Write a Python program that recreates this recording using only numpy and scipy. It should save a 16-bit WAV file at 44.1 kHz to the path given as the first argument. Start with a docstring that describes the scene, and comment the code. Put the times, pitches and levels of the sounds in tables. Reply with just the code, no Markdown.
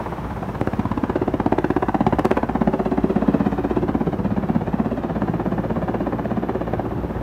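"""A helicopter hovers and slowly turns in front of a long building, beyond a snowy car park.
From the start each main blade slaps through the tip vortices of the blades ahead and swishes past,
thrown back by ground and building, over tail rotor drone, the rush of downwash and turbines, and wind.
From 1.5 s the chop hardens into knocks, then whip cracks; near 3 s hollow tones bridge the beats.
Then the chop turns softer and swishier, a thin turbine whine grows, and a few last knocks stand out."""
import sys
import numpy as np
from scipy import signal
from scipy.fft import next_fast_len
from scipy.io import wavfile
from scipy.ndimage import uniform_filter1d, minimum_filter1d

SR = 44100
rng = np.random.default_rng(int(sys.argv[2]) if len(sys.argv) > 2 else 0)


def generate_wav(sig):
    """Save sig (samples, or channels by samples) to the path in sys.argv[1] as 16-bit PCM at SR."""
    pcm = np.round(np.clip(np.atleast_2d(sig).T, -1, 1) * 32767).astype(np.int16)
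    wavfile.write(sys.argv[1], SR, pcm)


N = 318402
T = np.arange(N) / SR
BLADE_PERIOD_S = .06044

# when in its cycle a blade sweeps towards the listener: (time [s], lag [s])
BLADE_LAG = [(0, 0.0057), (.6, 0.0094), (1.5, 0.013), (2.2, .017), (3.2, 0.02), (4.2, 0.024), (5, .025),
             (6, 0.027), (7.2, 0.029)]
# the strikes scatter as the machine turns: (time [s], scatter [s], swish share of the slap [0-1])
STRIKE_SPREAD = [(0, 0.0069, 0.68), (.5, 0.0068, 1), (.62, 0.0018, 0.73), (1.1, 0.0033, 0.56),
                 (1.6, 0.0035, 0.2), (2.3, 0.0053, 0.3), (3.2, 0.0064, 0.8), (4.6, .009, 0.51),
                 (5.8, 0.0086, 0.59), (6.5, 0.0068, 0.43), (7.2, 0.0089, 0.5)]


def main_rotor():
    """The chop: vortex strikes give a thump, a slap and a crack; the swish fills in around them."""
    # swells as the blades dip into their own wake: (time [s], thump [dB], slap [dB], crack [dB])
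    chop_levels = [(0, -36, -30, -58), (.25, -36, -37.5, -55), (.52, -30.5, -35, -52.5),
                   (.68, -37, -33.5, -50.5), (.92, -37, -31.5, -49), (1.35, -30, -28, -48.5),
                   (1.53, -25.5, -24.5, -46.5), (1.85, -28.5, -26.5, -48), (2.08, -21.5, -25, -46.5),
                   (2.32, -29.5, -25.5, -47.5), (2.5, -30.5, -29, -49.5), (2.7, -29.5, -26, -47.5),
                   (3.05, -32, -30.5, -50), (3.3, -29.5, -28.5, -47), (3.55, -25, -31.5, -48),
                   (3.9, -26.5, -31, -49.5), (4.3, -27.5, -32.5, -51), (5.4, -29, -31, -53),
                   (5.9, -27.5, -29.5, -51), (6.2, -30, -30.5, -52), (6.5, -30.5, -30.5, -51),
                   (6.73, -31.5, -31, -50), (6.9, -27, -36.5, -60), (7.2, -30.5, -35.5, -58)]
    # low body of the chop: (frequency [Hz], gain [dB])
    thump_eq = [(30, -43.5), (70, -5), (110, -15.5), (165, 0.5), (205, 6.5), (250, -2), (300, -1), (380, 0),
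                (440, -6), (520, -15.5), (900, -37.5), (2000, -89.5)]
    # its midrange smack: (frequency [Hz], gain [dB])
    slap_eq = [(150, -35), (380, -4.5), (520, 0), (750, -2.5), (1000, -1.5), (1300, -8), (1700, -7.5),
               (2200, -22), (4000, -51), (9000, -90.5)]
    # its bright edge: (frequency [Hz], gain [dB])
    crack_eq = [(600, -91), (1500, 9), (2050, 5.5), (2650, 5.5), (3300, -2), (4000, -4.5), (5000, -13),
                (8000, -19.5), (15000, -39)]
    # a brisker cut through the vortex rings higher: (time [s], pitch [Hz])
    thump_pitch = [(0, 265), (.35, 184), (.65, 250), (.88, 198), (1.15, 313), (1.7, 308), (2.05, 253),
                   (2.35, 305), (2.6, 218), (2.95, 260), (3.4, 233), (3.75, 307), (4.05, 270), (4.3, 197),
                   (5.1, 243), (5.8, 194), (6.7, 307), (7.2, 195)]
    shared_db = blade_unevenness(spread_db=.34)
    thump_db, slap_db, crack_db = [db + shared_db + blade_unevenness(.83) for db in curves(chop_levels)]
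    swish_share = curves(STRIKE_SPREAD)[1]
    thump_at, slap_at = strike_times()
    # only the advancing side of the disc makes sharp strikes; later ones just thump
    sharp = per_blade(strikes(slap_at - .0014, side_db=-.5, lead_db=-6.5, jitter_s=.00028))
    air = np.sqrt(1 - swish_share) * sharp + np.sqrt(swish_share) * per_blade(swish(width=.86))
    air = colour(ground(air, bounce=.14), slap_eq, causal=True)
    slap_hz = (752 - 19 * T) * (1 + .08 * wander(2.7))  # falls as the strikes grow more glancing
    slap = resonate(air, slap_hz, width_hz=300) + .3 * air
    # a vortex core has a width, so the top treble is swish alone
    fizz = .45 * lowpass(sharp, 3200) + per_blade(swish(width=1.58))
    crack = colour(ground(fizz, bounce=.85), crack_eq, causal=True)
    blows = strikes(thump_at - .0038, side_db=-6.5, lead_db=-12, jitter_s=.00016)
    push = colour(blows, thump_eq, causal=True)
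    thump = resonate(push, curves(thump_pitch)[0], width_hz=224) + .2 * push
    return (gain_of(slap_db) * per_blade(slap)
            + gain_of(crack_db) * per_blade(crack)
            - gain_of(thump_db) * per_blade(thump))


def strike_times():
    """When each blade thumps and when it slaps: near mid-sweep, looser when the strikes scatter."""
    # thump and slap part as the machine turns: (time [s], thump delay [s], slap delay [s])
    strike_delays = [(0, -0.00012, -0.0039), (.6, -0.011, -0.0022), (1.5, 0.0013, 0.0015),
                     (2.1, -0.0018, -0.0047), (2.8, -0.0011, 0.0004), (3.3, 0.0032, 0.01),
                     (4.4, 0.0086, -0.000004), (5.5, 0.0098, -.003), (6.2, 0.007, 0.0022),
                     (6.65, 0.00048, 0.0027), (7.2, 0.011, 0.015)]
    sweep = blade_times()
    wobble = .251 * curves(STRIKE_SPREAD, sweep)[0] * wander(5, sweep)
    return [sweep + delay + wobble for delay in curves(strike_delays, sweep)]


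def strikes(at, side_db, lead_db, jitter_s, drift_hz=.42, count=5):
    """A blade clips one vortex, meets a strong one and grazes weak ones that slide as the wake sinks."""
    sweep = blade_times()
    scatter = curves(STRIKE_SPREAD, at)[0]
    train = clicks(at + jitter_s * rng.standard_normal(len(at)), np.ones(len(at)))
    lead_at = sweep - scatter * (1 + .145 * wander(2.5, at))
    train += clicks(lead_at, gain_of(lead_db + 4.4 * wander(3.6, at)))
    for k in range(count):
        place = (k / count + drift_hz * at + .061 * wander(2.5, at)) % 1
        size = gain_of(side_db) * np.sin(np.pi * place) * wander(3.5, at)
        train += clicks(sweep + 2 * scatter * (1 - 2 * place), size)
    return train


def swish(width, skew=.5):
    """Turbulence off the blade tip: a fast attack and a slower decay as the blade sweeps past."""
    scatter = curves(STRIKE_SPREAD)[0]
    cycles = (T - curves(BLADE_LAG)[0]) / BLADE_PERIOD_S
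    offset_s = ((cycles + .5) % 1 - .5) * BLADE_PERIOD_S
    across = offset_s / (width * scatter) + skew
    return rng.standard_normal(N) / (1 + (across / (1 + skew * np.sign(across))) ** 2)


def vortex_runs():
    """Blade after blade thumps through one vortex, each a little earlier, swelling and fading."""
    # strong vortices: (peak time [s], half-width [s], slide per blade [s], peak [dB], pitch [Hz])
    vortices = [(0.8556, 0.1, 0.00063, -10.5, 217), (1.038, 0.052, 0.0012, -10.5, 257),
                (1.1608, 0.071, 0.0019, -8, 320), (1.3423, 0.062, 0.0009, -7.5, 292),
                (2.5566, 0.13, 0.0011, -12, 237), (2.6808, 0.07, 0.00055, -9, 229),
                (2.81, 0.2, 0.00122, -17.5, 383), (2.984, 0.13, 0.00058, -8, 225),
                (3.1061, 0.061, .001, -12, 296), (3.2877, 0.14, 0.00083, -5.5, 217),
                (3.713, 0.092, 0.0012, -13, 356), (3.8927, 0.2, 0.00049, -13, 286),
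                (4.254, 0.2, 0.0002, -16, 179), (4.6234, 0.39, 0.00068, -12, 201),
                (4.9849, 0.067, 0.0009, -15, 210), (5.3423, 0.11, 0.00013, -14, 289),
                (5.5381, 0.27, 0.00089, -13.5, 174), (6.012, 0.13, .0006, -15, 234),
                (6.3255, 0.095, 0.0011, -13, 197), (6.495, 0.17, 0.00076, -16, 297)]
    out = np.zeros(N)
    for peak_s, half_width, slide, db, hz in vortices:
        offsets = np.arange(-12, 13) * (BLADE_PERIOD_S - slide)
        sizes = gain_of(db + 1.6 * rng.standard_normal(len(offsets))) * bell(offsets, half_width)
        thump = pulse(hz, cycles=.61)
        for offset, size in zip(offsets, sizes):
            add(out, peak_s + offset, size * thump)
    return out


def hard_slaps():
    """A deep thump, and beside it a compact, woody knock with a bright crack."""
    # accents in the chop: (time [s], thump peak [dB], thump pitch [Hz], knock delay [s],
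    # knock level [dB], knock pitch [Hz], crack [dB])
    accents = [(1.4656, -7.5, 264, -.0037, -24, 700, -47), (1.5247, 0, 307, .0027, -9, 775, -46),
               (1.5868, -7.5, 294, 0, -13, 805, -42.5), (1.6465, -4.5, 286, 0, -20, 760, -47.5),
               (1.7061, -5.5, 279, 0, -11, 793, -46), (1.7661, -9, 280, 0, -9, 800, -46),
               (1.8278, -10, 335, 0, -12, 720, -53), (1.887, -16.5, 244.7, 0, -23, 830, -49),
               (1.9532, -6, 278, -.0065, -13.5, 784, -49), (2.0131, -11, 210, -.0068, -21.5, 730, -55),
               (2.0725, -5.5, 205, -.0056, -11.5, 770, -39.5), (2.132, -4.5, 227, -.005, -12.5, 730, -54),
               (2.6809, -28.5, 223, -.0055, -12, 710, -50.5), (5.226, -22, 302, -.006, -18.5, 920, -53.5),
               (5.891, -26, 240, -.007, -18.5, 825, -58), (5.951, -33.5, 242, -.007, -15.5, 750, -55),
               (6.075, -25, 242, -.005, -16, 760, -58), (6.4951, -20, 290, 0, -22, 800, -52),
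               (6.7362, -18, 330, 0, -19, 700, -56), (6.808, -22, 292, -.0115, -14, 730, -60)]
    out = np.zeros(N)
    bark = gain_of(-11.5) * pulse(hz=1610, cycles=.7)
    for s, thump_db, thump_hz, delay, knock_db, knock_hz, _ in accents:
        add(out, s, gain_of(thump_db) * pulse(thump_hz, cycles=.46))
        add(out, s + delay, gain_of(knock_db) * (pulse(knock_hz, cycles=1) + bark))
    at, _, _, delay, _, _, crack_db = np.transpose(accents)
    return out + cracks(at + delay, crack_db)


def whips(run_up_s=.0043, rasp_hz=756, suction_s=.00014, ring_s=.0025):
    """A rasp runs up to a sharp suction; the pressure snaps back with a crack and rings as a thump."""
    # blades that hit a vortex head on:
    # (time [s], suction peak [dB], thump level [dB], thump pitch [Hz], rasp [dB], crack [dB])
    head_on_hits = [(0.614, -5, -7.5, 247, -35, -52), (0.674, -7.5, -9, 263, -37, -52),
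                    (2.1952, -6, -8.5, 280, -27.5, -43.5), (2.2546, -3, -3.5, 290, -25, -39.5),
                    (2.3141, -3.5, -5, 322, -30.5, -38.5), (2.3734, -6, -6, 304, -33.5, -45.5),
                    (2.433, -17, -9, 267, -46, -53.5)]
    out = np.zeros(N)
    t = np.arange(-SR // 50, SR // 50) / SR
    since_snap = suction_s * np.logaddexp(0, t / suction_s)  # with a rounded start
    suction = 1 / np.cosh(np.minimum(abs(t) / suction_s, 20))
    for s, suction_db, thump_db, thump_hz, rasp_db, _ in head_on_hits:
        rasp = unit_rms(resonate(rng.standard_normal(len(t)), np.full(len(t), rasp_hz), width_hz=260))
        rasp *= bell(t, run_up_s) * (t < 0)
        thump = np.sin(2 * np.pi * thump_hz * since_snap) * bell(since_snap, ring_s)
        add(out, s, gain_of(rasp_db) * rasp - gain_of(suction_db) * suction + gain_of(thump_db) * thump)
    at, *_, crack_db = np.transpose(head_on_hits)
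    return out - cracks(at, crack_db)


def cracks(times, level_db, decay_s=.0016, splash=.31):
    """A steep shock with a brief splash of torn air behind it; levels are over one blade passage."""
    # bite of the sharpest cracks: (frequency [Hz], gain [dB])
    shock_eq = [(400, -15.5), (1200, 10.5), (1800, 9), (2600, 7.5), (5000, -10), (9000, -20), (15500, -34)]
    shocks = clicks(times, gain_of(level_db))
    envelope = signal.lfilter([1], [1, -np.exp(-1 / (decay_s * SR))], shocks + 1e-18)
    torn_air = envelope * rng.standard_normal(N)
    rms = np.sqrt(np.sum(shocks ** 2) * BLADE_PERIOD_S / T[-1])
    return rms * colour(shocks + splash * torn_air, shock_eq, causal=True)


def throb():
    """The smooth, bassy pressure pulse of the air each main blade pushes aside."""
    # weight of the pulse: (frequency [Hz], gain [dB])
    throb_eq = [(16, -62.5), (33, -3), (50, -1.5), (66, 7.5), (85, 13), (115, 13.5), (150, 6), (250, -52)]
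    # its swells: (time [s], level [dB])
    throb_level = [(0, -38.5), (.7, -30), (1.1, -35.5), (1.5, -31.5), (2.05, -33), (2.3, -42), (2.7, -42),
                   (3.6, -35.5), (4.5, -40), (5.5, -43), (7.2, -39)]
    at = blade_times() - .003
    pushes = clicks(at, gain_of(2.2 * wander(3.3, at)))
    return gain_of(curves(throb_level)[0]) * colour(pushes, throb_eq, causal=True)


def held_tones(waver_hz=3.5, flutter_db=1.4):
    """For a moment a hollow, wavering tone holds on and bridges the gaps between blades."""
    # hollow tones: (centre time [s], half-width [s], pitch [Hz], level [dB])
    tones = [(2.92, 0.31, 381, -30.5), (3.28, 0.19, 466, -36.5), (3.36, 0.11, 360, -36),
             (6.6, 0.12, 380, -36)]
    out = np.zeros(N)
    for s, half_width, hz, db in tones:
        phase = phase_of(hz + waver_hz * wander(11))
        envelope = gain_of(db + flutter_db * wander(16)) * plateau(s, half_width)
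        out += envelope * np.sqrt(2) * np.cos(phase)
    return out * blade_tremolo()


def ground(x, bounce):
    """The bounce off the ground combs the sound; the comb sways with the hover."""
    # extra travel of the bounce: (time [s], delay [s])
    bounce_delay = [(0, 0.0011), (.65, 0.00058), (1.2, 0.001294), (2.3, .0012), (2.8, 0.0015),
                    (4.5, 0.00155), (6, 0.0017), (7.2, 0.0016)]
    delay = curves(bounce_delay)[0] * (1 + .08 * wander(1.5))
    return x + bounce * np.interp(T - delay, T, x)


def yard(x, tail_db, sway_s):
    """Dull near reflections that shift as the machine moves; a diffuse tail from building and trees."""
    # early reflections: (delay [s], level [dB])
    echoes = [(0.0103, -12.5), (0.0129, -11.5), (.0164, -20)]
    # the yard's reverb: (frequency [Hz], time to fall 60 dB [s])
    reverb_times = [(100, 0.82), (500, 0.26), (2000, 0.89), (8000, 0.62)]
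    dull = lowpass(x, 750)
    near = sum(gain_of(db) * np.interp(T - delay - sway_s * wander(.88), T, dull) for delay, db in echoes)
    hz, t, noise = signal.stft(rng.standard_normal(SR // 2), SR, nperseg=256)
    decay = gain_of(-60 * t / at_hz(reverb_times, hz)[:, None])
    attack = np.minimum(t / .0023, 1)
    tail = signal.istft(noise * decay * attack, SR, nperseg=256)[1]
    wet = unit_rms(signal.fftconvolve(x, tail)[:N]) * x.std()
    return near + gain_of(tail_db) * wet


def tail_rotor(flutter_db=2.6, flutter_rad=.42):
    """A low drone whose overtones grow as the tail swings round, fluttering in the main rotor's wake."""
    # the drone: (time [s], blade rate [Hz], fundamental [dB], overtones [dB])
    drone = [(0, 57.9, -35.5, -39), (.8, 56.35, -41, -55), (1.7, 55.1, -37.5, -66), (2.7, 56.6, -36.5, -58),
             (3.8, 56.8, -34.5, -41), (4.4, 56.52, -38.5, -41), (5.5, 57.3, -36.5, -37.5),
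             (6.4, 57.88, -38.5, -35), (7.2, 57.53, -34.5, -39)]
    # its overtone balance: (multiple of the blade rate, gain [dB])
    harmonics = [(2, 0.5), (3, -2.5), (4, -2.5), (5, -4), (6, -2), (7, -8), (8, -11)]
    hz, fundamental_db, overtones_db = curves(drone)
    phase = phase_of(hz)
    overtones = np.zeros(N)
    for order, db in harmonics:
        level = gain_of(db + flutter_db * wander(11))
        overtones += level * np.cos(order * phase + flutter_rad * wander(12) + 2 * np.pi * rng.random())
    # the rotor beams its fifth harmonic at the listener as it swings past
    beam = gain_of(-30 + .41 * wander(4)) * plateau(s=3.58, half_width=.52) * np.cos(5 * phase)
    fundamental = gain_of(fundamental_db + .62 * wander(3)) * np.cos(phase)
    return np.sqrt(2) * (fundamental + gain_of(overtones_db) * overtones + beam * blade_tremolo())


def rush():
    """Downwash and exhaust roar, swaying in the wind; an airy band swells over it now and then."""
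    # body of the roar: (frequency [Hz], gain [dB])
    roar_eq = [(20, -36), (45, -4.5), (110, -11), (200, 0), (330, 2), (500, -1.5), (850, -4.5), (1600, -13),
               (2200, -23), (3200, -28.5), (5000, -39.5), (9000, -51), (15500, -59)]
    # its slow sway: (time [s], level [dB])
    roar_level = [(0, -36.5), (.8, -33), (1.6, -35.5), (2.4, -38), (3.2, -33.5), (4, -36), (5, -34.5),
                  (6, -36), (7.2, -36)]
    # the airy band: (frequency [Hz], gain [dB])
    airy_eq = [(400, -27), (680, -8.5), (850, 4), (1100, -2), (1400, -10), (2100, -14.5), (4000, -26),
               (7000, -58)]
    # its swells: (time [s], level [dB])
    airy_level = [(0, -37), (.3, -40), (.7, -48), (2.6, -54.5), (3.3, -39), (3.8, -53.5), (7.2, -43)]
    roar = noise_bed(curves(roar_level)[0] + .48 * wander(4.6), roar_eq)
    return roar + noise_bed(curves(airy_level)[0], airy_eq)


def turbines():
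    """A fine hiss fades as the intakes turn away, while a narrow, breathy whine grows."""
    # turbine balance: (time [s], hiss [dB], whine [dB])
    turbine_levels = [(0, -58.5, -77), (1, -62, -77), (2.5, -62.5, -78), (3.05, -62, -80),
                      (3.4, -62.5, -71.5), (4.3, -65, -72), (5.1, -65.5, -73), (5.6, -64.5, -70.5),
                      (6.6, -66, -70.5), (7.2, -64, -70)]
    # sheen of the hiss: (frequency [Hz], gain [dB])
    hiss_eq = [(500, -59), (2000, -14.5), (5500, 7.5), (7500, 1), (9800, 2.5), (10400, -3.5), (11200, 1),
               (13500, 1.5), (15800, -2.5)]
    # thin peak of the whine: (frequency [Hz], gain [dB])
    whine_eq = [(8000, -70), (11000, -13), (12200, -12), (12800, 9), (13080, 6), (13400, 9), (13900, -18),
                (15500, -45)]
    hiss_db, whine_db = curves(turbine_levels)
    return noise_bed(hiss_db + .5 * wander(5), hiss_eq) + noise_bed(whine_db + .4 * wander(6), whine_eq)


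def wind():
    """A soft, lumpy rumble that rises and falls with the moving air."""
    # gusts and lulls: (time [s], level [dB])
    gusts = [(0, -32), (.6, -38.5), (2, -34.5), (4, -35), (5, -42), (6, -45), (6.7, -34.5), (7.2, -32)]
    # low rumble of the wind: (frequency [Hz], gain [dB])
    rumble_eq = [(20, -37.5), (55, 2.5), (85, 2), (150, 3.5), (200, -1), (400, -39), (1500, -100)]
    return noise_bed(curves(gusts)[0] + 1.7 * wander(4.7), rumble_eq)


def blade_times():
    """The moments at which successive main blades arrive."""
    beats = np.arange(int(T[-1] / BLADE_PERIOD_S) + 1) * BLADE_PERIOD_S
    return beats + curves(BLADE_LAG, beats)[0]


def hold_per_blade(values):
    """Holds one value through each blade passage, with short crossfades."""
    at = blade_times()
    nearest = np.searchsorted((at[1:] + at[:-1]) / 2, T)
    return uniform_filter1d(values[nearest], size=400)


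def blade_unevenness(spread_db):
    """No two blades hit alike: a random level in dB for each passage."""
    return spread_db * hold_per_blade(rng.standard_normal(len(blade_times())))


def per_blade(x):
    """Gives every blade passage the same energy, at rms 1 overall."""
    power = np.interp(blade_times(), T, uniform_filter1d(x ** 2, round(BLADE_PERIOD_S * SR)))
    return x / np.sqrt(hold_per_blade(abs(power)) + 1e-9)


def blade_tremolo(depth=.55, lag_s=.011):
    """A gain that swells just after each main blade has passed and sags before the next."""
    since = T - curves(BLADE_LAG)[0] - lag_s
    return 1 + depth * np.cos(2 * np.pi * since / BLADE_PERIOD_S)


def pulse(hz, cycles):
    """A push of air between two suctions; more cycles make it ring."""
    turns = hz * np.arange(-SR // 80, SR // 80) / SR
    return np.cos(2 * np.pi * turns) * bell(turns, cycles)


def clicks(times, sizes):
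    """A train of single impulses."""
    samples = np.clip(np.round(times * SR).astype(int), 0, N)
    return np.bincount(samples, sizes * (times > 0), N + 1)[:N]


def noise_bed(level_db, eq):
    """Coloured noise riding a level curve."""
    return gain_of(level_db) * colour(rng.standard_normal(N), eq)


def colour(x, eq, causal=False):
    """Applies an EQ curve, to rms 1; a causal filter rings only after each pulse."""
    size = next_fast_len(N + SR // 4)
    log_gain = np.log(gain_of(at_hz(eq, abs(np.fft.fftfreq(size, 1 / SR)))))
    response = np.exp(np.conj(signal.hilbert(log_gain)) if causal else log_gain)
    return unit_rms(np.fft.ifft(np.fft.fft(x, size) * response).real[:N])


def resonate(x, hz, width_hz):
    """A resonance of gain 1 that follows the curve hz."""
    carrier = np.exp(1j * phase_of(hz))
    pole = np.exp(-np.pi * width_hz / SR)
    return 2 * (carrier * signal.lfilter([1 - pole], [1, -pole], x / carrier)).real


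def lowpass(x, hz):
    """Rolls off the treble at 12 dB an octave."""
    return signal.sosfilt(signal.butter(2, hz, fs=SR, output="sos"), x)


def wander(rate, t=T):
    """Slow random drift of rms about 1, with up to rate swings a second."""
    grid = np.linspace(0, T[-1], num=1000)
    hz = np.geomspace(rate / 8, rate, num=16)[:, None]
    swings = np.sin(2 * np.pi * (hz * grid + rng.random(hz.shape)))
    return np.interp(t, grid, unit_rms(swings.sum(0)))


def plateau(s, half_width):
    """Swells, holds around the time s, and fades."""
    return np.exp(-((T - s) / half_width) ** 4 / 2)


def bell(x, half_width):
    """A smooth hump around zero."""
    return np.exp(-(x / half_width) ** 2 / 2)


def curves(rows, t=T):
    """Each column of a time table at the times t."""
    times, *columns = np.transpose(rows)
    return [np.interp(t, times, column) for column in columns]


def at_hz(points, hz):
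    """Reads a frequency table on a log axis."""
    frequencies, values = np.transpose(points)
    return np.interp(np.log(hz + 1), np.log(frequencies + 1), values)


def phase_of(hz):
    """Running phase of a pitch curve, in radians."""
    return 2 * np.pi * np.cumsum(hz) / SR


def gain_of(db):
    """Decibels to amplitude."""
    return 10 ** (np.asarray(db) / 20)


def unit_rms(x):
    """Scales to rms 1."""
    return x / np.sqrt(np.mean(x ** 2) + 1e-20)


def add(mix, s, sound):
    """Mixes in a sound centred on the time s."""
    part = mix[max(round(s * SR) - len(sound) // 2, 0):][:len(sound)]
    part += sound[:len(part)]


def scene():
    """The chop with its echoes, over the steady bed, in mono."""
    chop = main_rotor() + vortex_runs() + hard_slaps() + whips()
    bed = tail_rotor() + rush() + turbines() + wind()
    return (chop + yard(chop, tail_db=-14, sway_s=.00015) + held_tones() + throb() + bed)[None]


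def record(dry):
    """A limiter eases the tallest slaps down over a few milliseconds; a steep low-pass trims the top."""
    ceiling, cutoff_hz = .71, 15800
    overshoot = np.maximum(abs(dry) / ceiling, 1)
    gain = uniform_filter1d(minimum_filter1d(1 / overshoot, size=130), size=130)
    high_cut = signal.firwin(2047, cutoff_hz, window=("kaiser", 9), fs=SR)
    return signal.oaconvolve(dry * gain, high_cut[None], "same")


dry = scene()
out = record(dry)
generate_wav(out)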